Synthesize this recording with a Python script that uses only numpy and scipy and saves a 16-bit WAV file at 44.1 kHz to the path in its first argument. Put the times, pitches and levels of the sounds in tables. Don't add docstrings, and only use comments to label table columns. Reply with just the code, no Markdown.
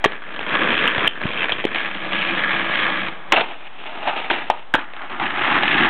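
import sys
import numpy as np
from scipy import signal
from scipy.fft import rfft, irfft, next_fast_len
from scipy.io import wavfile
from scipy.ndimage import uniform_filter1d

SR = 44100
rng = np.random.default_rng(int(sys.argv[2]) if len(sys.argv) > 2 else 0)


def generate_wav(signal):
    frames = np.transpose(np.atleast_2d(signal))
    scaled = np.clip(frames, -1, 1) * 32767
    pcm = np.round(scaled).astype(np.int16)
    wavfile.write(sys.argv[1], SR, pcm)


def volts_from_decibels(level):
    exponent = np.asarray(level, float) / 20
    return 10 ** exponent


N = 259749

# frequency in Hz, gain in dB.
MIC_BAND = [(20, -22), (120, 1), (3300, 0), (3700, -6), (4000, -13), (4250, -19.5), (4500, -40),
            (4800, -73.5), (20000, -110)]
# frequency in Hz, gain in dB.
AIR_COLOUR = [(18, -37), (30, -15), (41, -20), (54, -33), (398, -30.5), (904, -24), (2790, -34),
              (4040, -32.5), (5250, -79.5), (8890, -120)]

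# start in seconds, peak level in dB, ring in Hz, time to fade by 60 dB in seconds.
THUMPS = [(0.0587, -4, 408, 0.021), (0.534, -22.5, 200, 0.047), (0.98, -11, 104.9, 0.018),
          (1.076, -23, 93.3, 0.026), (1.2551, -1, 178.3, 0.0079), (1.519, -31.5, 88, 0.11),
          (2.183, -31, 207, .08), (2.381, -31, 193, 0.22), (3.327, -19, 330, 0.086),
          (4.312, -19, 350, 0.11), (4.744, -8.5, 322, 0.024)]
# start in seconds,
# peak level in dB, ring in Hz, crack level in dB, time to fade by 60 dB in seconds.
STREET_CLACKS = [
    (.043, -5, 1857, -1, .022),
    (.047, -3, 1150, -4, .035),
    (.06, -18, 1700, 0, .03),
    (1.0756, 5.5, 3090, -12, .011),
    (1.0784, 5, 2830, -11, .008),
    (1.2555, -14, 447, -6, .014),
    (1.523, -10, 3240, -4, .02),
    (1.53, -10.5, 2890, 2.5, .008),
    (1.641, -16, 591, 2.5, .026),
    (1.6513, 1.5, 360, -6, .016),
]
YARD_CLACKS = [(1.746, -11, 2510, -1.5, 0.018), (1.759, -17, 2170, -5.5, .03), (3.321, -4, 1060, -4, 0.043),
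               (3.322, -2.5, 2900, -1, 0.017), (3.3245, 2.5, 2133, -5.5, 0.02),
               (3.331, -10.5, 754, -3, 0.11), (3.3619, -5.5, 2650, -10, 0.035),
               (3.366, -11, 2750, -5, 0.051), (3.376, -16, 633, 1, 0.057), (3.409, -12, 2590, 2, 0.041),
               (4.029, -28.5, 904, 4, 0.063), (4.075, -13, 772, -5.5, 0.064), (4.162, -25.5, 804, 2, .13),
               (4.3002, -6.5, 2454, -1, 0.016), (4.308, -9.5, 918, 0.3, 0.063),
               (4.504, -17.5, 1200, 3, 0.052), (4.512, -17, 880, -7, 0.017), (4.754, -10.5, 1110, 3, 0.019),
               (4.761, -15.5, 1680, -6, 0.064)]
# start in seconds,
# peak level in dB, ring in Hz, crack level in dB, time to fade by 60 dB in seconds.
SNAPS = [
    (.0418, -1.5, 730, -7, .016),
    (.0577, -4.5, 1700, -6, .02),
    (.8772, 6, 2900, -20, .008),
    (1.5215, 2.5, 3240, -14, .01),
    (4.3044, 4, 1600, -20, .009),
    (4.5006, 8, 826, -18, .017),
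    (4.7394, 1.5, 1600, -9, .024),
    (4.7457, -.6, 900, -7, .02),
    (4.7519, 4.5, 1500, -14, .012),
]
# start in seconds, peak level in dB, ring in Hz.
STREET_TICKS = [(.099, -47, 1580), (.12, -18.5, 1690), (0.224, -28, 1660), (0.341, -24, 1200),
                (0.362, -19, 1640), (0.392, -11.5, 2790), (.411, -18, 1300), (0.43, -22, 1570),
                (.465, -18.5, 2200), (.494, -14, 1840), (0.541, -10.5, 1680), (0.553, -7, 2210),
                (0.908, -15, 2330), (0.948, -9, 1702), (.981, -4, 1775), (1.028, -18, 1705),
                (1.215, -13, 1700), (1.303, -20, 1630), (1.334, -14, 1695), (1.442, -3.5, 2500),
                (1.494, -8, 1714), (1.551, -22, 2080)]
YARD_TICKS = [(1.948, -20, 1790), (2.047, -18.5, 1720), (2.116, -19.5, 2280), (2.508, -13.5, 1610),
              (3.073, -28.5, 2350), (3.838, -26.5, 1230), (3.974, -31, 2570), (4.391, -24, 2395),
              (4.936, -22, 2650), (4.965, -25, 1310), (5.019, -24.5, 1350), (5.098, -22.5, 1690),
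              (5.198, -13.5, 1370), (5.633, 0, 1740), (5.68, -20.5, 1650), (5.726, -10, 2850),
              (5.731, -9.5, 2110)]

# frequency in Hz, width in Hz, level in dB.
STREET = [
    [(1240, 490, -9.5), (1690, 190, 8), (2100, 150, -7)],
    [(119, 160, -8.5), (200, 150, 5.5), (330, 410, 1)],
    [(545, 227, -5.5), (870, 140, 1.2), (1140, 410, 0.6)],
    [(2350, 410, -0.5), (2750, 380, -1), (3050, 450, 0), (3440, 1100, -5.5)],
]
RUN_UP = [
    [(1310, 140, -13.5), (1680, 95, 4), (1870, 860, -4.5)],
    [(110, 180, -15.5), (187, 26, 1), (332, 31, -1)],
    [(576, 256, -4), (840, 190, -2.3), (1172, 183, -1)],
    [(2193, 240, -5), (2633, 740, 2), (3050, 730, 0.5), (4040, 1400, -9)],
]
RUN_OUT = [
    [(1350, 50, -8), (1682, 170, 1), (2015, 430, -6.2)],
    [(132, 100, -11.5), (246, 114, -4), (358, 104, -5)],
    [(723, 160, -6), (834, 49, 1.5), (1200, 400, -3)],
    [(2320, 910, 8.5), (2900, 2140, 5.5), (3280, 280, -17), (3800, 420, -2.5)],
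]
# wheel ring, rumble, frames and grit, in dB.
STREET_MIX = (-4, -10, -8.5, -5)
SLOWING_MIX = (-4.5, -11, -9, -2.5)
RUN_UP_MIX = (-2.5, -12.5, -8, -3.5)
RUN_OUT_MIX = (-5, -13.5, -4, -8)
ROLL_EXTRA = (-0.033, -.1, -.15, 0.18)

# time in seconds, level in dB.
BEFORE_LANDING = [(0.0, -34), (0.018, -41.5)]
COASTING = [(0.078, -39.5), (0.136, -29), (0.212, -42), (0.22, -36), (0.402, -31.5), (0.44, -29.5)]
ROUGH_PATCH = [(0.472, -26.5), (0.55, -15), (0.578, -19.5), (0.736, -14.5), (0.754, -18.5), (0.838, -16),
               (0.936, -23), (1.053, -18)]
SLOWING = [(1.092, -30), (1.096, -37.5), (1.192, -32.5), (1.262, -24), (1.286, -27.5), (1.446, -22.5),
           (1.478, -29.5), (1.51, -24.5)]
STOPPING = [
    [(1.54, -29), (1.602, -27), (1.62, -32)],
    [(1.672, -27.5), (1.7, -34), (1.722, -27.5)],
]
PUSH_OFF = [(1.755, -22), (1.937, -29), (1.953, -24), (1.985, -30), (2.093, -28)]
APPROACH = [(2.126, -21.5), (2.596, -21), (2.618, -23), (2.834, -20), (3.062, -24.5), (3.076, -22),
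            (3.114, -33), (3.274, -42), (3.298, -39)]
TOUCH_DOWN = [(4.79, -27.5), (4.878, -45), (5.032, -33.5), (5.088, -40), (5.114, -28.5), (5.174, -31.5)]
ROLL_PAST = [(5.206, -22.5), (5.284, -21), (5.306, -23.5), (5.436, -18), (5.57, -14), (5.612, -19.5),
             (5.848, -13), (5.89, -19.5)]
STREET_STEADY = [1.2, .9, .65, .45, .9, .9]
RUN_UP_STEADY = [.9, 1.1]
RUN_OUT_STEADY = [.7, .8]

# frequency in Hz, width in Hz, level in dB.
PLANK = [(642, 140, -3.5), (856, 200, -2.5), (1270, 100, -5)]
RAIL_LOW = [(200, 230, -14), (354, 210, -6.5)]
RAIL_MIDDLE = [(1300, 470, -5), (1700, 670, 4), (2210, 400, -4)]
RAIL_TOP = [(2260, 250, -3), (2650, 440, -1.5), (3260, 600, -1.5), (3580, 670, -2.5)]
# plank, low, middle and top scrape, in dB.
RAIL_MIX = (-2, -13, -7, -3.5)
RAIL_EXTRA = (0.12, -0.13, 0.086, -0.015)
# time in seconds, level in dB.
LOCK_ON = [(3.338, -14), (3.356, -25), (3.366, -14), (3.395, -18.5), (3.412, -18), (3.43, -30.5)]
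RAIL_RINGS = [(3.462, -32.5), (3.542, -33.5), (3.558, -38.5), (3.644, -42), (3.66, -39)]
SLIDE = [(3.69, -48), (3.824, -37.5), (3.83, -38.5), (4.062, -27.5), (4.078, -18.5), (4.146, -30),
         (4.162, -26.5), (4.278, -31)]
SLIDE_END = [(4.335, -21), (4.355, -23), (4.391, -23.5), (4.476, -34.5)]
AIRBORNE = [(4.535, -38.5), (4.601, -42), (4.714, -80)]


def unit(x):
    return x / np.sqrt(np.mean(x ** 2))


def colour(x, points):
    size = next_fast_len(N + 4096)
    hz, db = np.transpose(points)
    bins_hz = np.arange(size // 2 + 1) * SR / size
    gain = volts_from_decibels(np.interp(np.log(bins_hz + 1), np.log(hz), db))
    return irfft(rfft(x, size) * gain, size)[:N]


def band(x, low_hz, high_hz):
    return signal.sosfilt(signal.butter(2, (low_hz, high_hz), "band", fs=SR, output="sos"), x)


def outdoor_air(clacks):
    recent = signal.lfilter([1], [1, -np.exp(-1 / (.25 * SR))], clacks ** 2)
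    level_db = -42 - 7 * recent / recent.max()
    return volts_from_decibels(level_db) * unit(colour(rng.standard_normal(N), AIR_COLOUR))


def echo(x, t60, db, first_s):
    t = np.arange(SR // 2) / SR
    tail = rng.standard_normal(len(t)) * volts_from_decibels(-60 * t / t60) * (t > first_s)
    return volts_from_decibels(db) * signal.fftconvolve(x, tail / np.sqrt(np.sum(tail ** 2)))[:N]


def thumps():
    out, t = np.zeros(N + 8192), np.arange(8192) / SR
    for s, db, hz, t60 in THUMPS:
        out[int(s * SR):][:8192] += volts_from_decibels(db - 60 * t / t60) * np.sin(2 * np.pi * hz * t)
    return out[:N]


def blows(rows, rise_s, dull_db):
    out, t = np.zeros(N + 8192), np.arange(8192) / SR
    noise = rng.standard_normal((len(rows), 8192))
    dull_noise = unit(band(noise, 450, 1200))
    bright_noise = unit(band(noise, 1200, 4500))
    for (s, db, hz, crack_db, t60), dull, bright in zip(rows, dull_noise, bright_noise):
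        fade = (1 - np.exp(-t / rise_s)) * volts_from_decibels(db - 60 * t / t60)
        tilt = volts_from_decibels(-0.5 * np.log2(hz / 1500) / 2)
        crack = volts_from_decibels(crack_db) * (volts_from_decibels(dull_db) * tilt * dull + bright / tilt)
        tone = volts_from_decibels(-30 * t / t60) * np.sin(2 * np.pi * hz * t)
        out[int(s * SR):][:8192] += fade * (crack - tone)
    return out[:N]


def clacks_and_snaps():
    clacks = blows(STREET_CLACKS + YARD_CLACKS + SNAPS, .0004, -3.5)
    return signal.sosfilt(signal.butter(2, 200, "high", fs=SR, output="sos"), clacks)


def stone_ticks():
    stones = [(s, db, hz, -0.5, 24 / hz) for s, db, hz in STREET_TICKS + YARD_TICKS]
    return blows(stones, .0003, -3)


def ring(x, modes):
    total = 0
    for k, (hz, width, db) in enumerate(modes):
        b, a = signal.iirpeak(hz, hz / width, fs=SR)
        total = total + (-1) ** k * volts_from_decibels(db) * signal.lfilter(b, a, x)
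    return unit(total)


def gains(rows, mix_db, extra):
    usual_db = -22.5
    s, db = np.transpose(rows)
    t = np.arange(N) / SR
    sounding = np.clip(np.minimum(t - s[0] + .009, s[-1] + .023 - t) / .002, 0, 1)
    level = np.interp(t, s, db)
    return [sounding * volts_from_decibels(level + m + e * (level - usual_db)) for m, e in zip(mix_db, extra)]


def drift():
    swell_db, steps_per_s = 1.5, 9.
    steps = rng.standard_normal((200, 4)).T
    at = np.arange(N) / SR * steps_per_s
    return volts_from_decibels([swell_db * np.interp(at, np.arange(len(s)), s) for s in steps])


def contact(stones, stone_db, bumps, uneven, bump_db, bump_s, steady):
    draw = rng.random((2, N))
    chatter = np.clip(rng.standard_normal((2, 2000)), -2, 2)
    size = volts_from_decibels(stone_db * np.minimum(-np.log(draw[1]), 3))
    grit = (draw[0] < stones / SR) * size * rng.standard_normal(N)
    at = np.cumsum(np.exp(uneven * chatter[0]) * SR / bumps).astype(int)
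    kicks = np.zeros(N)
    kicks[at[at < N]] = volts_from_decibels(bump_db * chatter[1][at < N])
    bursts = signal.lfilter([1], [1, -np.exp(-1 / (bump_s * SR))], kicks)
    return grit * (steady + unit(uniform_filter1d(bursts, size=30))) / (steady + 1)


def wheels():
    places = ((STREET, STREET_MIX, (BEFORE_LANDING, COASTING, ROUGH_PATCH)),
              (STREET, SLOWING_MIX, (SLOWING, *STOPPING)),
              (RUN_UP, RUN_UP_MIX, (PUSH_OFF, APPROACH)),
              (RUN_OUT, RUN_OUT_MIX, (TOUCH_DOWN, ROLL_PAST)))
    ends = [stretch[k][0] for place in places for stretch in place[-1] for k in (0, -1)]
    shares = np.repeat(STREET_STEADY + RUN_UP_STEADY + RUN_OUT_STEADY, 2)
    steady = np.interp(np.arange(N) / SR, ends, shares)
    sharp = contact(9000., 1.2, 90., .3, 2.6, .0038, steady)
    soft = contact(3000., 0.37, 66.0, .6, 2.3, 0.084, 0.65)
    drives = (sharp, soft, unit(sharp) + 2.2 * unit(soft), sharp)
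    out, wander = 0, drift()
    for skates, mix_db, stretches in places:
        parts = [ring(drive, modes) for drive, modes in zip(drives, skates)]
        levels = np.sum([gains(s, mix_db, ROLL_EXTRA) for s in stretches], axis=0)
        out = out + np.sum(levels * wander * parts, axis=0)
    return out


def slide():
    scrape = contact(9000., 1.2, 80., 0.95, 5., .007, 2.8)
    parts = [ring(scrape, modes) for modes in (PLANK, RAIL_LOW, RAIL_MIDDLE, RAIL_TOP)]
    stretches = (LOCK_ON, RAIL_RINGS, SLIDE, SLIDE_END, AIRBORNE)
    levels = np.sum([gains(s, RAIL_MIX, RAIL_EXTRA) for s in stretches], axis=0)
    return np.sum(levels * drift() * parts, axis=0)


def scene():
    clacks, ticks, knocks = clacks_and_snaps(), stone_ticks(), thumps()
    hits = clacks + ticks + knocks
    in_yard = np.arange(N) > 1.7 * SR
    street_walls = echo(hits * ~in_yard, 0.26, -15.5, 0.01)
    yard_walls = echo(hits * in_yard, 0.25, -12, .008)
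    air = outdoor_air(clacks)
    give = .55
    rolling = give * np.tanh((wheels() + slide() + ticks) / give)
    return (rolling + clacks + knocks + street_walls + yard_walls + air)[None]


def low_pass(x):
    return signal.sosfilt(signal.butter(12, 16085, fs=SR, output="sos"), x)


def record(dry):
    offset, ceiling = -.0305, .71
    heard = np.clip(colour(dry[0], MIC_BAND) + offset, -ceiling, ceiling)
    return low_pass(heard[None])


dry = scene()
out = record(dry)
generate_wav(out)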